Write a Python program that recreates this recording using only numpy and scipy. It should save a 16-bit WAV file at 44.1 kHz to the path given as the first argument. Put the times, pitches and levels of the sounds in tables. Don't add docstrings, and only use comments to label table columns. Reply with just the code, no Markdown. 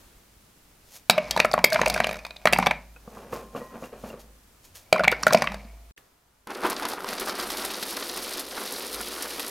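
import sys
import numpy as np
from scipy import signal
from scipy.io import wavfile
from scipy.ndimage import uniform_filter1d

SR = 44100
rng = np.random.default_rng(int(sys.argv[2]) if len(sys.argv) > 2 else 0)


def voltage_ratio(level):
    return 10 ** (np.asarray(level, float) / 20)


def log_audio(samples):
    frames = np.atleast_2d(samples).T
    limited = np.clip(frames, -1, 1)
    pcm = np.round(limited * 32767).astype(np.int16)
    wavfile.write(sys.argv[1], SR, pcm)


N = 418950
TIME = np.arange(N) / SR
# start in seconds, end in seconds.
SCENE_CHANGE = (5.911, 5.975)


def evened(x):
    return x / np.sqrt(np.mean(x ** 2) + 1e-20)


def peaked(x):
    return x / np.max(np.abs(x))


def read(points, hz):
    f, value = np.transpose(points)
    return np.interp(np.log(hz + 1), np.log(f + 1), value)


def level(rows):
    rows, out = np.asarray(rows), np.zeros(N)
    at = np.arange(round(rows[0, 0] * SR), min(round(rows[-1, 0] * SR), N))
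    out[at] = voltage_ratio(np.interp(at / SR, rows[:, 0], rows[:, 1]))
    return out


def add(mix, s, sound):
    part = mix[round(s * SR):][:len(sound)]
    part += sound[:len(part)]


def passed(x, lo_hz, hi_hz):
    return signal.sosfilt(signal.butter(2, [lo_hz, hi_hz], "band", fs=SR, output="sos"), x)


def coloured(x, points):
    hz = np.abs(np.fft.fftfreq(4096, 1 / SR))
    log_gain = np.log(voltage_ratio(np.maximum(read(points, hz), -90)))
    response = np.fft.ifft(np.exp(np.conj(signal.hilbert(log_gain)))).real[:2048]
    return evened(signal.oaconvolve(x, response)[:len(x)])


def resonator(x, hz, width):
    return signal.lfilter(*signal.iirpeak(hz, hz / width, SR), x)


def resonant(x, peaks):
    return evened(sum(voltage_ratio(db) * resonator(x, hz, width) for hz, width, db in peaks))


def ring(modes, t, spread):
    chance = np.clip(rng.standard_normal((len(modes), 2)), -2, 2)
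    out = np.zeros(len(t))
    for (hz, db, t60), (louder, sharper) in zip(modes, chance):
        fading = voltage_ratio(db + 2.5 * louder - 60 * t / t60)
        out += fading * np.sin(2 * np.pi * hz * (1 + spread * sharper) * t)
    return out


def grains(per_s, spread_db, wash):
    size = voltage_ratio(spread_db * np.minimum(rng.exponential(1, N), 3))
    size *= rng.random(N) < per_s / SR
    return evened(size * rng.standard_normal(N)) + wash * rng.standard_normal(N)


def lumps(per_s, depth_db):
    drift = evened(uniform_filter1d(rng.standard_normal(N), int(SR / per_s)))
    return evened(voltage_ratio(depth_db * drift))


def slopes(rows):
    s, db, rise, fall = np.transpose(rows)[:, :, None]
    t = np.arange(0, N / SR + .01, .002)
    return t, db, np.maximum((s - t) / abs(rise), (t - s) / abs(fall))


def strokes(rows):
    t, db, away = slopes(rows)
    return np.interp(TIME, t, voltage_ratio(db - 20 * away).sum(axis=0))


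# frequency in Hz, density in dB per Hz.
HISS_FIRST = [(40, -4.5), (90, -7.5), (250, -12), (600, -18), (1100, -19.5), (2800, -24), (15000, -27),
              (16500, -37)]
# frequency in Hz, density in dB per
# Hz.
HISS_SECOND = [(40, -6), (250, -12), (1200, -15), (2500, -22), (15000, -26.5), (16500, -38)]
# time in seconds, level in dB.
HISS_LEVEL = [(0, -56), (.25, -59.5), (5.9, -60), (5.97, -54), (6.01, -62), (6.2, -67), (9.5, -68)]


def hiss():
    noise = rng.standard_normal(N)
    first, second = coloured(noise, HISS_FIRST), coloured(noise, HISS_SECOND)
    return level(HISS_LEVEL) * np.where(TIME < SCENE_CHANGE[1], first, second)


# peak in seconds, level in dB.
NUDGES = [(0, -61), (1.3, -45), (1.81, -43.5), (2.52, -42), (3.36, -52), (4.02, -53), (5.04, -46),
          (5.549, -42.5), (7.45, -61), (8.21, -61), (8.97, -52)]


def table():
    wander = evened(uniform_filter1d(rng.standard_normal(N), 6000))
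    sway = np.sqrt(2) * np.sin(2 * np.pi * np.cumsum(53.3 + 0.85 * wander) / SR)
    rise_s, fall_s, tremor_db = 0.085, 0.66, -74
    change = SCENE_CHANGE[0]
    before = [(s, db, rise_s, fall_s) for s, db in NUDGES if s < change]
    after = [(s, db, rise_s, fall_s) for s, db in NUDGES if s > change]
    nudges = strokes(before) * (TIME < change) + strokes(after)
    return (nudges + voltage_ratio(tremor_db)) * sway * lumps(9, 2.5)


# peak in seconds, level in dB, rise in seconds, fall in seconds.
BRUSHES = [
    (.964, -45.5, 0.096, 0.041),
    (3.194, -58.5, 0.33, 0.18),
    (3.334, -46, 0.026, 0.13),
    (3.568, -53, 0.038, 0.18),
    (3.854, -52.5, 0.13, 0.043),
    (4.092, -52, 0.18, 0.066),
    (4.2, -52, 0.014, 0.055),
    (4.646, -53, .02, 0.071),
    (4.752, -44.5, 0.009, 0.087),
]
# frequency in Hz, density in dB per Hz.
BRUSH_SPECTRUM = [(290, -37.5), (500, -11.5), (807, -13), (1450, -15.5), (6800, -9), (7530, -14.5),
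                  (13100, -13), (16000, -19.5)]


def brushing():
    return strokes(BRUSHES) * coloured(grains(3500, 2.6, 0.34), BRUSH_SPECTRUM)


# frequency in Hz, width in Hz, level in dB.
WALL_MODES = [(1410, 2900, 2.5), (1930, 250, -9), (2280, 130, 7), (2480, 91, 0)]
# frequency in Hz, width in Hz, level in dB.
BLADE_MODES = [(3870, 550, 1.5), (4650, 360, 4), (5400, 180, -4), (5940, 330, -3.5), (10000, 12000, -10)]
BODY_DB = -3.5


def drop(thud_db, hz, wall_db, tick_db):
    t = np.arange(2600) / SR
    crumble = rng.standard_normal((2, len(t))) * t / 0.0057 * np.exp(-t / [[.0012], [.0008]])
    crumble += 0.062 * rng.standard_normal((2, len(t))) * np.exp(-t / [[.006], [.0035]])

    off_air = abs(np.log(hz / 640))
    thud = ring([(hz, 0, .017), (635, -17 - 20 * off_air, .06), (185, -27, .16), (225, -27, .12),
                 (1.3 * hz, -6, .009)], t, 0.032)
    softness = thud_db - tick_db
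    thud = peaked(thud * (1 - np.exp(-t / (0.0005 * voltage_ratio(0.5 * softness)))))

    wall_spot = rng.uniform(-3, 3, len(WALL_MODES))
    blade_spot = rng.uniform(-3, 3, len(BLADE_MODES))
    wall_spot[0] = np.clip(0.43 * softness - 2, -8, 8)
    blade_spot[-1] = 0.069 * (tick_db + 18)
    wall = resonant(crumble[0], [(f, w, db + d) for (f, w, db), d in zip(WALL_MODES, wall_spot)])
    tick = resonant(crumble[1], [(f, w, db + d) for (f, w, db), d in zip(BLADE_MODES, blade_spot)])
    wall = passed(passed(wall, 740, 2300), 600, 3200)
    tick = passed(tick, 3000, 17000)
    return voltage_ratio(thud_db) * thud + voltage_ratio(wall_db + BODY_DB) * peaked(wall) + voltage_ratio(tick_db + BODY_DB) * peaked(tick)


def taps(s, gap, shrink, db, loss_db, hz, wall_db, tick_db, steps):
    times = s + gap * (1 - shrink ** steps) / (1 - shrink)
    return [(at, d, hz, d + wall_db, d + tick_db) for at, d in zip(times, db - loss_db * abs(steps))]


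# start in seconds, thud in dB, thud pitch in Hz, wall in dB, tick in dB.
FIRST_DROPS = [(1.0973, -4.5, 671, 1, -3), (1.1073, -29, 599, -24, -7), (1.1794, -16.5, 717, -10.5, -22),
               (1.3094, -24.5, 674, -21, -6.5), (1.3639, -14, 954, -29, -20.5),
               (1.3746, -14.5, 610, -14, -15), (1.3943, -15.5, 884, -14, -22),
               (1.4004, -10.5, 573, -8.5, -9), (1.4472, -10, 660, -12, -16),
               (1.5384, -8.5, 630, -11.5, -20), (1.5776, -15, 610, -14.5, -35), (1.6418, -5.5, 573, -5, -2),
               (1.7232, -24, 633, -16, -22), (1.7443, -31.5, 624, -16, -14.5),
               (1.7589, -30.5, 624, -6, -31.5), (1.7918, -16, 1070, -19, -34),
               (1.8148, -11.5, 556, -9, -14), (1.8595, -15.5, 890, -18.5, -13.5),
               (1.8753, -15, 649, -19.5, -21), (1.8988, -21, 706, -16, -11), (1.9412, -44, 1010, -30, -16),
               (1.963, -17, 643, -26, -22), (1.9768, -22, 1470, -20, -20), (2.002, -10.5, 770, -7, -15.5)]
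# start in seconds, thud in dB, thud pitch in Hz, wall in dB, tick in dB.
NEXT_DROP = [(2.455, -6, 693, -5, -12), (2.472, -11, 1310, -3.5, -12.5), (2.5262, -19, 526, -10.5, -20.5),
             (2.532, -8, 686, -6, -6.5), (2.5608, -19, 940, -31, -37.5), (2.5873, -9.5, 836, -12, -21.5),
             (2.626, -16, 1000, -13, -26), (2.661, -23, 676, -7, -18), (2.6683, -6.5, 796, -10.5, -13),
             (2.7094, -17, 900, -23.5, -20), (2.7126, -21.5, 650, -11.5, -28)]
# start in seconds, thud in dB, thud pitch in Hz, wall in dB, tick in dB.
HANDFUL_DROPS = [(4.9268, -3, 660, -9, -9), (4.9443, -20, 624, -24, -39), (4.9618, -19, 1120, -24, -30.5),
                 (4.994, -17, 600, -18, -28), (5.005, -14.5, 633, -16, -33.5),
                 (5.0357, -17, 1180, -22, -21), (5.0428, -18, 670, -8.5, -21.5),
                 (5.049, -18.5, 1140, -9, -25), (5.0762, -10.5, 815, -11.5, -24),
                 (5.1238, -17, 530, -11.5, -24.5), (5.232, -18.5, 1160, -20.5, -16.5),
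                 (5.2673, -6, 653, -7, -15.5), (5.28, -20, 1500, -22.5, -14.5),
                 (5.308, -15, 1100, -25.5, -30.5), (5.3254, -12.5, 644, -10.5, -16.5),
                 (5.3328, -32, 602, -17, -9.5), (5.346, -1.5, 670, -7.5, -14.5),
                 (5.372, -46.5, 663, -27.5, -24), (5.4211, -11.5, 750, -9, -14),
                 (5.4415, -18.5, 1060, -23, -25.5), (5.472, -20.5, 1160, -16, -41)]
# start in seconds, thud in dB, tick in dB.
LIGHT_TOUCHES = [(1.5142, -26.5, -25.5), (1.5893, -20, -29.5), (1.702, -37, -19.5), (1.809, -32, -41.5),
                 (1.8328, -19.5, -40), (2.266, -35, -30), (2.599, -20, -27), (4.9794, -23, -29),
                 (5.1165, -20.5, -22), (5.519, -29, -31), (5.5428, -26.5, -28.5)]
BLADE_SING_HZ = [1733, 2030, 2766, 3250, 3760, 4425, 4730, 5250]


def impacts():
    out = np.zeros(N)
    touches = [(s, db, 750 * np.exp(0.23 * rng.uniform(-1, 1)), db + 2, tick) for s, db, tick in LIGHT_TOUCHES]
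    wobble = taps(2.0435, gap=.0255, shrink=.875, db=-17, loss_db=2.5, hz=624, wall_db=3, tick_db=-0.5,
                  steps=np.arange(8))
    rock = taps(2.2497, gap=.0575, shrink=.96, db=-32, loss_db=6, hz=660, wall_db=5.5, tick_db=3.5,
                steps=np.arange(-1, 4))
    t = np.arange(9000) / SR
    for s, *blow in [*FIRST_DROPS, *NEXT_DROP, *HANDFUL_DROPS, *touches, *wobble, *rock]:
        add(out, s, drop(*blow))
        struck = rng.uniform(-16, 4, len(BLADE_SING_HZ))
        singing = [(hz, blow[-1] - 38 + d, 0.2) for hz, d in zip(BLADE_SING_HZ, struck)]
        add(out, s, ring(singing, t, .008))
    for s, db, *_ in rock:
        add(out, s, ring([(2470, db - 0.5, 0.066)], t[:4000], 0))
    return out


# start in seconds, peak in dB, centre in Hz.
EDGE_SNAPS = [(1.0974, -1.5, 9070), (1.3101, -21, 9100), (1.455, -23.5, 9330), (1.5224, -28.5, 8160),
              (1.5384, -18, 9560), (1.6453, -2, 12600), (1.731, -19, 11500), (1.7344, -24, 13000),
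              (1.8813, -16.5, 8140), (1.9003, -15.5, 11000), (1.941, -20.5, 9560), (2.0996, -37.5, 10500),
              (2.131, -31.5, 13200), (2.169, -38, 8540), (2.455, -15.5, 9160), (2.4854, -30.5, 9220),
              (2.5256, -17, 8030), (2.5444, -24, 9900), (2.5731, -33.5, 9630), (2.5855, -18, 10280),
              (2.6004, -32, 9250), (2.672, -26, 8130), (4.9273, -9, 8850), (5.0795, -17, 9760),
              (5.115, -25, 11000), (5.228, -25, 10900), (5.2666, -18, 9250), (5.273, -22.5, 13320),
              (5.3337, -13.5, 11490), (5.3857, -31, 8120), (5.4264, -35, 10800)]


def snaps():
    t, out = np.arange(500) / SR, np.zeros(N)
    for s, db, hz in EDGE_SNAPS:
        crack = rng.standard_normal(len(t)) * t * np.exp(-t / 0.00059)
        crack = passed(resonant(crack, [(hz, hz / 2, 0)]), 4300, 14000)
        add(out, s, voltage_ratio(db - 1.5) * peaked(crack))
    return out


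# start in seconds, peak in dB, pitch in Hz.
WALL_PATCHES = [(1.0978, -12, 2380), (1.1831, -15, 2330), (1.3103, -23, 3240), (1.364, -22, 1210),
                (1.376, -17, 1700), (1.4006, -0.5, 2280), (1.449, -10.5, 1300), (1.5398, -6.5, 1200),
                (1.5773, -13.5, 1080), (1.643, 1.5, 2150), (1.68, -26, 2260), (1.7205, -19, 1400),
                (1.7224, -21, 2200), (1.7624, -26.5, 2350), (1.7917, -17.5, 1270), (1.8152, -12.5, 2020),
                (1.8616, -5.5, 2320), (1.943, -15.5, 2450), (1.9604, -16.5, 1500), (1.9778, -29, 1410),
                (2.0036, -15.5, 1600), (2.0424, -9, 2480), (2.4543, -13, 1140), (2.4712, -8, 2080),
                (2.5321, -1, 2660), (2.5615, -13.5, 2260), (2.5874, -20, 1930), (2.6353, -27, 1260),
                (2.6677, -11, 2630), (2.7096, -7.5, 2290)]
# start in seconds, peak in dB, pitch in Hz.
BLADE_PATCHES = [(1.0978, -0.5, 3830), (1.1785, -24, 3980), (1.3096, -15, 5730), (1.3637, -21.5, 4100),
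                 (1.3752, -22.5, 4300), (1.4006, -9, 3860), (1.5139, -17.5, 4800), (1.532, -14.5, 4420),
                 (1.6423, -1.5, 4800), (1.7284, -12.5, 4660), (1.815, -16.5, 6300), (1.8607, -22, 4200),
                 (1.8805, -23.5, 5100), (1.9, -16, 4700), (1.943, -22, 5860), (2.0018, -26, 4950),
                 (2.0365, -21, 3940), (2.2492, -28, 3820), (2.3065, -28, 3870), (2.3653, -26.5, 3750),
                 (2.4542, -22.5, 3560), (2.4715, -22, 4070), (2.526, -18.5, 3500), (2.574, -24.5, 4600),
                 (2.6672, -12, 3500), (2.7092, -23, 3770)]
# start in seconds, peak in dB, pitch in Hz.
HANDFUL_WALL_PATCHES = [(4.926, -1.5, 2370), (4.9582, -14.5, 1310), (4.9817, -20.5, 2150),
                        (4.9955, -9.5, 1440), (5.042, -18, 1560), (5.0795, 4, 2290), (5.1267, -12.5, 1490),
                        (5.2326, -23, 1520), (5.267, 0, 1410), (5.305, -19, 1350), (5.3243, -13, 1570),
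                        (5.3459, -11.5, 2480), (5.3727, -17.5, 2230), (5.4217, -19, 1260),
                        (5.4721, -13.5, 2240)]
# start in seconds, peak in dB, pitch in Hz.
HANDFUL_BLADE_PATCHES = [(4.9273, -10, 4160), (5.0373, -18.5, 3770), (5.079, -16, 3800),
                         (5.1165, -21.5, 3740), (5.2331, -13, 5430), (5.267, -21, 4530), (5.305, -23, 3780),
                         (5.3316, -7, 5280), (5.347, -12, 4690), (5.3723, -21.5, 4960), (5.4202, -23, 5160)]


def patches(rows):
    t, out = np.arange(1200) / SR, np.zeros(N)
    for s, db, hz in rows:
        crumble = rng.standard_normal(len(t)) * t * np.exp(-t / .0011)
        patch = resonant(resonant(crumble, [(hz, hz / 6.4, 0)]), [(hz, hz / 2, 0)])
        add(out, s, voltage_ratio(db - 3.5) * peaked(patch))
    return out


def struck_patches():
    return patches([*WALL_PATCHES, *BLADE_PATCHES, *HANDFUL_WALL_PATCHES, *HANDFUL_BLADE_PATCHES])


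# peak in seconds, level in dB, rise in seconds, fall in seconds.
AIR_SWELLS = [
    (1.122, -32, 0.0086, 0.024),
    (1.184, -10.5, 0.0091, 0.012),
    (1.73, -17.5, 0.013, 0.021),
    (1.76, -16.5, 0.02, 0.017),
    (1.868, -17, 0.0079, 0.013),
    (4.952, -17, 0.0095, 0.021),
    (5.008, -14.5, 0.014, 0.013),
    (5.331, -11, 0.007, 0.014),
    (5.39, -38, .02, 0.029),
]


def bowl_air():
    wander = evened(uniform_filter1d(rng.standard_normal(N), 800))
    return strokes(AIR_SWELLS) * np.sin(2 * np.pi * np.cumsum(617 + 20 * wander) / SR)


# peak in seconds, level in dB, rise in seconds, fall in seconds.
ROLLS = [
    (1.13, -37, 0.011, 0.84),
    (1.43, -42.5, 0.22, 0.065),
    (1.74, -28.5, .03, 0.18),
    (1.95, -33, 0.19, 0.29),
    (2.62, -33.5, 0.15, 0.18),
    (5.38, -32.5, 0.35, 0.27),
]
# frequency in Hz, width in Hz, level in dB.
BOWL_MODES = [(182, 210, -9), (633, 200, -2.5), (1000, 560, -7.5), (2290, 280, -2), (1720, 200, -10),
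              (4600, 2500, -11), (10500, 7000, -22)]


def rolling():
    out = np.zeros(N)
    for hz, width, db in BOWL_MODES:
        contacts = evened(passed(grains(700, 1.8, .7), hz / 1.7, hz * 1.4))
        out += voltage_ratio(db) * resonator(contacts, hz, width)
    return voltage_ratio(-2.5) * strokes(ROLLS) * evened(out)


def cookies():
    return passed(impacts() + struck_patches() + bowl_air() + rolling(), 91, 13000) + snaps()


# start in seconds, peak in dB, pitch in Hz.
PLATE_KNOCKS = [
    (3.076, -33.5, 733),
    (3.171, -32, 1070),
    (3.33, -21, 1116),
    (3.549, -23.5, 530),
    (3.616, -30.5, 483),
    (3.757, -38, 488),
    (3.824, -28.5, 557),
    (4.038, -27.5, 604),
    (4.14, -31, 513),
]
# start in
# seconds, pitch in Hz, level in dB, t60 in seconds.
PLATE_RINGS = [(2.962, 1460, -35.5, 0.016), (2.962, 2540, -44, 0.033), (3.35, 1054, -49, 1.1),
               (3.562, 2800, -40, 0.064), (3.605, 1910, -51.5, 0.66), (3.619, 1040, -45, 0.98),
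               (3.84, 2770, -44, 0.076), (4.1, 2770, -43, 0.056), (5.6, 685, -62, 1.8),
               (4.7, 89.3, -50, 0.63), (5.5, 199, -34, 0.37), (5.65, 212.7, -40.5, 0.094)]
# peak in seconds, level in dB, rise in seconds, fall in seconds.
HAND_GRABS = [
    (2.966, -45, 0.0085, 0.0085),
    (3.18, -40.5, 0.17, 0.45),
    (3.328, -30, 0.013, 0.12),
    (3.558, -30.5, 0.017, 0.12),
    (3.76, -37.5, 0.066, 0.063),
    (3.842, -35, 0.036, 0.054),
    (3.934, -37, 0.014, 0.084),
    (4.044, -37.5, 0.012, 0.11),
    (4.13, -44, 0.16, 0.19),
]
# frequency in Hz, width in Hz, level in dB.
PLATE_MODES = [(235, 49, 20.5), (467, 207, 18), (1070, 22, 8), (2350, 210, -1)]


def plate():
    t, out = np.arange(15000) / SR, np.zeros(N)
    soft, unsteady = 1 - np.exp(-t / 0.0011), lumps(12, 1.5)
    for s, peak_db, hz in PLATE_KNOCKS:
        knock = ring([(hz, 0, .02), (210, -6, .04), (500, -4, .03), (1150, -5, .02)], t, 0.014)
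        add(out, s, voltage_ratio(peak_db) * peaked(knock * soft))
    for s, *mode in PLATE_RINGS:
        add(out, s, ring([mode], t, 0) * soft * unsteady[round(s * SR):][:len(t)])
    shuffle = passed(resonant(grains(630, 3.2, 1.0), PLATE_MODES), 104, 2243)
    return out + voltage_ratio(-3.5) * strokes(HAND_GRABS) * shuffle


def switch():
    click = [(1900, -39), (2990, -40), (6000, -45), (12500, -44)]  # (Hz, peak dB)
    return passed(patches([(5.9762, db, hz) for hz, db in click]), 91, 13000)


START_S, BREAKDOWN_S = 6.47, 1.47
# peak in seconds, level over the trend in dB, rise in seconds, fall in seconds.
HEAP_SURGES = [(6.472, -7, 0.0048, 0.017), (6.51, 6.5, 0.01, 0.21), (6.655, 13, 0.045, 0.067),
               (6.72, 11.5, 0.033, 0.061), (6.83, 9.5, 0.088, 0.021), (6.92, 13, 0.077, 0.055),
               (7.09, 12, 0.032, 0.099), (7.21, 12, 0.015, 0.067), (7.29, 9.5, 0.031, 0.052),
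               (7.4, 11, 0.06, 0.085), (7.51, 6, 0.063, 0.31), (8.44, -5, 0.015, 0.14)]


def grind():
    t, db, away = slopes(HEAP_SURGES)
    surge_db = (db * np.maximum(1 - away, 0)).sum(axis=0)
    since = t - START_S
    fine = np.clip(since / BREAKDOWN_S, 0, 1)
    thinning_db = -1 * np.maximum(since - BREAKDOWN_S, 0)
    chunks_db = -41 + 0.76 * surge_db + thinning_db
    crumbs_db = np.interp(fine, [0, 1], [-56, -36.5]) + surge_db
    return [voltage_ratio(np.interp(TIME, t, d)) * (TIME > START_S) for d in (chunks_db, crumbs_db)]


def motor():
    rumble = resonant(resonant(rng.standard_normal(N), [(338, 330, 0)]), [(455, 310, 0)])
    return level([(START_S, -45), (6.6, -45.5), (N / SR, -45.5)]) * rumble


# frequency in Hz, density in dB per Hz.
CRUMB_SPECTRUM = [(1060, -55), (1800, 1.5), (2560, 1), (3740, 5), (4760, 5), (7100, -2.5), (8620, -1.5),
                  (9370, 2.5), (10300, -1.5), (11100, 2.5), (12300, -2), (13100, -1), (14600, -7.5),
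                  (16000, -11), (16500, -50)]
# start in seconds, peak in dB, pitch in Hz.
BLADE_STRIKES = [(6.472, -26.5, 990), (6.505, -25, 1460), (6.649, -20, 1040), (6.729, -18, 1020),
                 (6.797, -19, 1410), (6.823, -18.5, 810), (6.852, -13.5, 1000), (6.935, -18, 830),
                 (7.005, -22.5, 1360), (7.044, -17.5, 1040), (7.273, -22, 1410), (7.296, -17, 1330)]


def strikes():
    t, out = np.arange(1500) / SR, np.zeros(N)
    for s, peak_db, hz in BLADE_STRIKES:
        crack = coloured(rng.standard_normal(len(t)) * t * np.exp(-t / 0.00091), CRUMB_SPECTRUM)
        knock = ring([(hz, 0, .014), (450, -12, .015), (1.45 * hz, -8, .008)], t, 0.013)
        knock *= 1 - np.exp(-t / 0.0006)
        add(out, s, voltage_ratio(peak_db - 4.5) * (peaked(knock) + voltage_ratio(-3.5) * peaked(crack)))
    return out


# frequency in Hz, density in dB per Hz.
CHUNK_SPECTRUM = [(60, -14.5), (136, -35), (194, -2), (318, -1.5), (628, -3), (1350, -1.5), (2000, -9),
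                  (3500, -17.5), (7700, -120)]
# start in seconds, crunch peak in dB, fine spray in dB.
CRUMB_BURSTS = [(6.5049, -28, -52), (6.548, -30, -42), (6.699, -24, -29), (6.7184, -23, -49),
                (6.765, -20.5, -49), (6.826, -22, -48), (6.8527, -18.5, -44), (6.885, -21.5, -28),
                (7.0661, -29, -52), (7.087, -22.5, -44), (7.1299, -24, -32), (7.1798, -21, -41),
                (7.197, -21, -24), (7.2582, -23.5, -35), (7.2946, -22, -40), (7.3549, -25, -49),
                (7.3978, -20, -36), (7.502, -17, -27), (7.5704, -19, -23), (7.6488, -19, -24.5),
                (7.709, -19, -34.5), (7.7363, -22, -33), (7.826, -17, -29), (7.8803, -36, -31),
                (7.9331, -27, -41), (7.967, -20, -25), (8.023, -18, -43), (8.0908, -23, -33),
                (8.171, -19, -31), (8.338, -25, -30), (8.372, -24, -29), (8.392, -36, -26),
                (8.654, -27, -34), (8.721, -26, -22.5), (8.939, -21, -26), (9.0102, -24, -23.5),
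                (9.2226, -22, -25.5), (9.394, -18.5, -24)]


def chopper():
    sweep = lumps(90, 1.1)
    tumbling, spraying = grind()
    rise_s, fall_s = 0.0023, 0.021
    crunch = strokes([(s + 0.0011, db - 11.5, rise_s, fall_s) for s, db, _ in CRUMB_BURSTS])
    fine = strokes([(s + 0.0011, db - 3.5, rise_s, fall_s) for s, _, db in CRUMB_BURSTS])
    chunks = np.hypot(tumbling, 0.5 * crunch) * lumps(40, 2.7)
    chunks *= coloured(grains(1200, 2.2, 1.2) * sweep, CHUNK_SPECTRUM)

    early = np.exp(-abs(TIME - START_S) / BREAKDOWN_S)
    crumbs = np.zeros(N)
    for bursts, lo_hz, hi_hz in ((crunch, 800, 3450), (crunch, 3450, 6900), (fine, 6900, 17000)):
        spray = grains(1500, 3.5, .7) * lumps(150, 2)
        spray += 1.1 * early * grains(220, 3, 0)
        spray = passed(coloured(spray * sweep, CRUMB_SPECTRUM), lo_hz, hi_hz)
        crumbs += np.hypot(0.78 * spraying, bursts) * spray
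    return chunks + crumbs + motor() + strikes()


# frequency in Hz, t60 in seconds.
ROOM_DECAY = [(150, 0.48), (600, 0.31), (2400, 0.31), (6000, 0.09), (14000, 0.13)]


def kitchen(x):
    echoes = np.zeros(SR // 2)
    at = np.arange(200, len(echoes) - 20, 20)
    echoes[at + rng.integers(0, 20, len(at))] = rng.choice([-1., 1.], len(at))
    hz, t, z = signal.stft(echoes, SR, nperseg=256)
    tail = signal.istft(z * voltage_ratio(-60 * t / read(ROOM_DECAY, hz)[:, None]), SR, nperseg=256)[1]
    return voltage_ratio(-16) * signal.oaconvolve(x, tail / np.linalg.norm(tail))[:N]


def scene():
    start, end = SCENE_CHANGE
    hand = (brushing() + plate()) * (TIME < start)
    near = cookies() + hand + switch() + chopper()
    heard = np.where((TIME > start) & (TIME < end), voltage_ratio(-45), 1)
    return np.tile((near + kitchen(near) + table() + hiss()) * heard, (2, 1))


def low_pass(x):
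    return signal.sosfilt(signal.butter(12, 16870, fs=SR, output="sos"), x)


def record(dry):
    loud = uniform_filter1d(np.diff(dry[0], prepend=0) ** 2, 1024)
    quiet = (loud < voltage_ratio(2 * -42)) * (loud > voltage_ratio(-170))
    side = voltage_ratio(-2) * quiet * passed(hiss(), 350, 15000)
    wide = 1.053 * np.tanh(dry / 0.93) + [side, -side]
    limited = signal.oaconvolve(wide, signal.firwin(101, 16300, fs=SR)[None], "same")
    return low_pass(limited)


dry = scene()
out = record(dry)
log_audio(out)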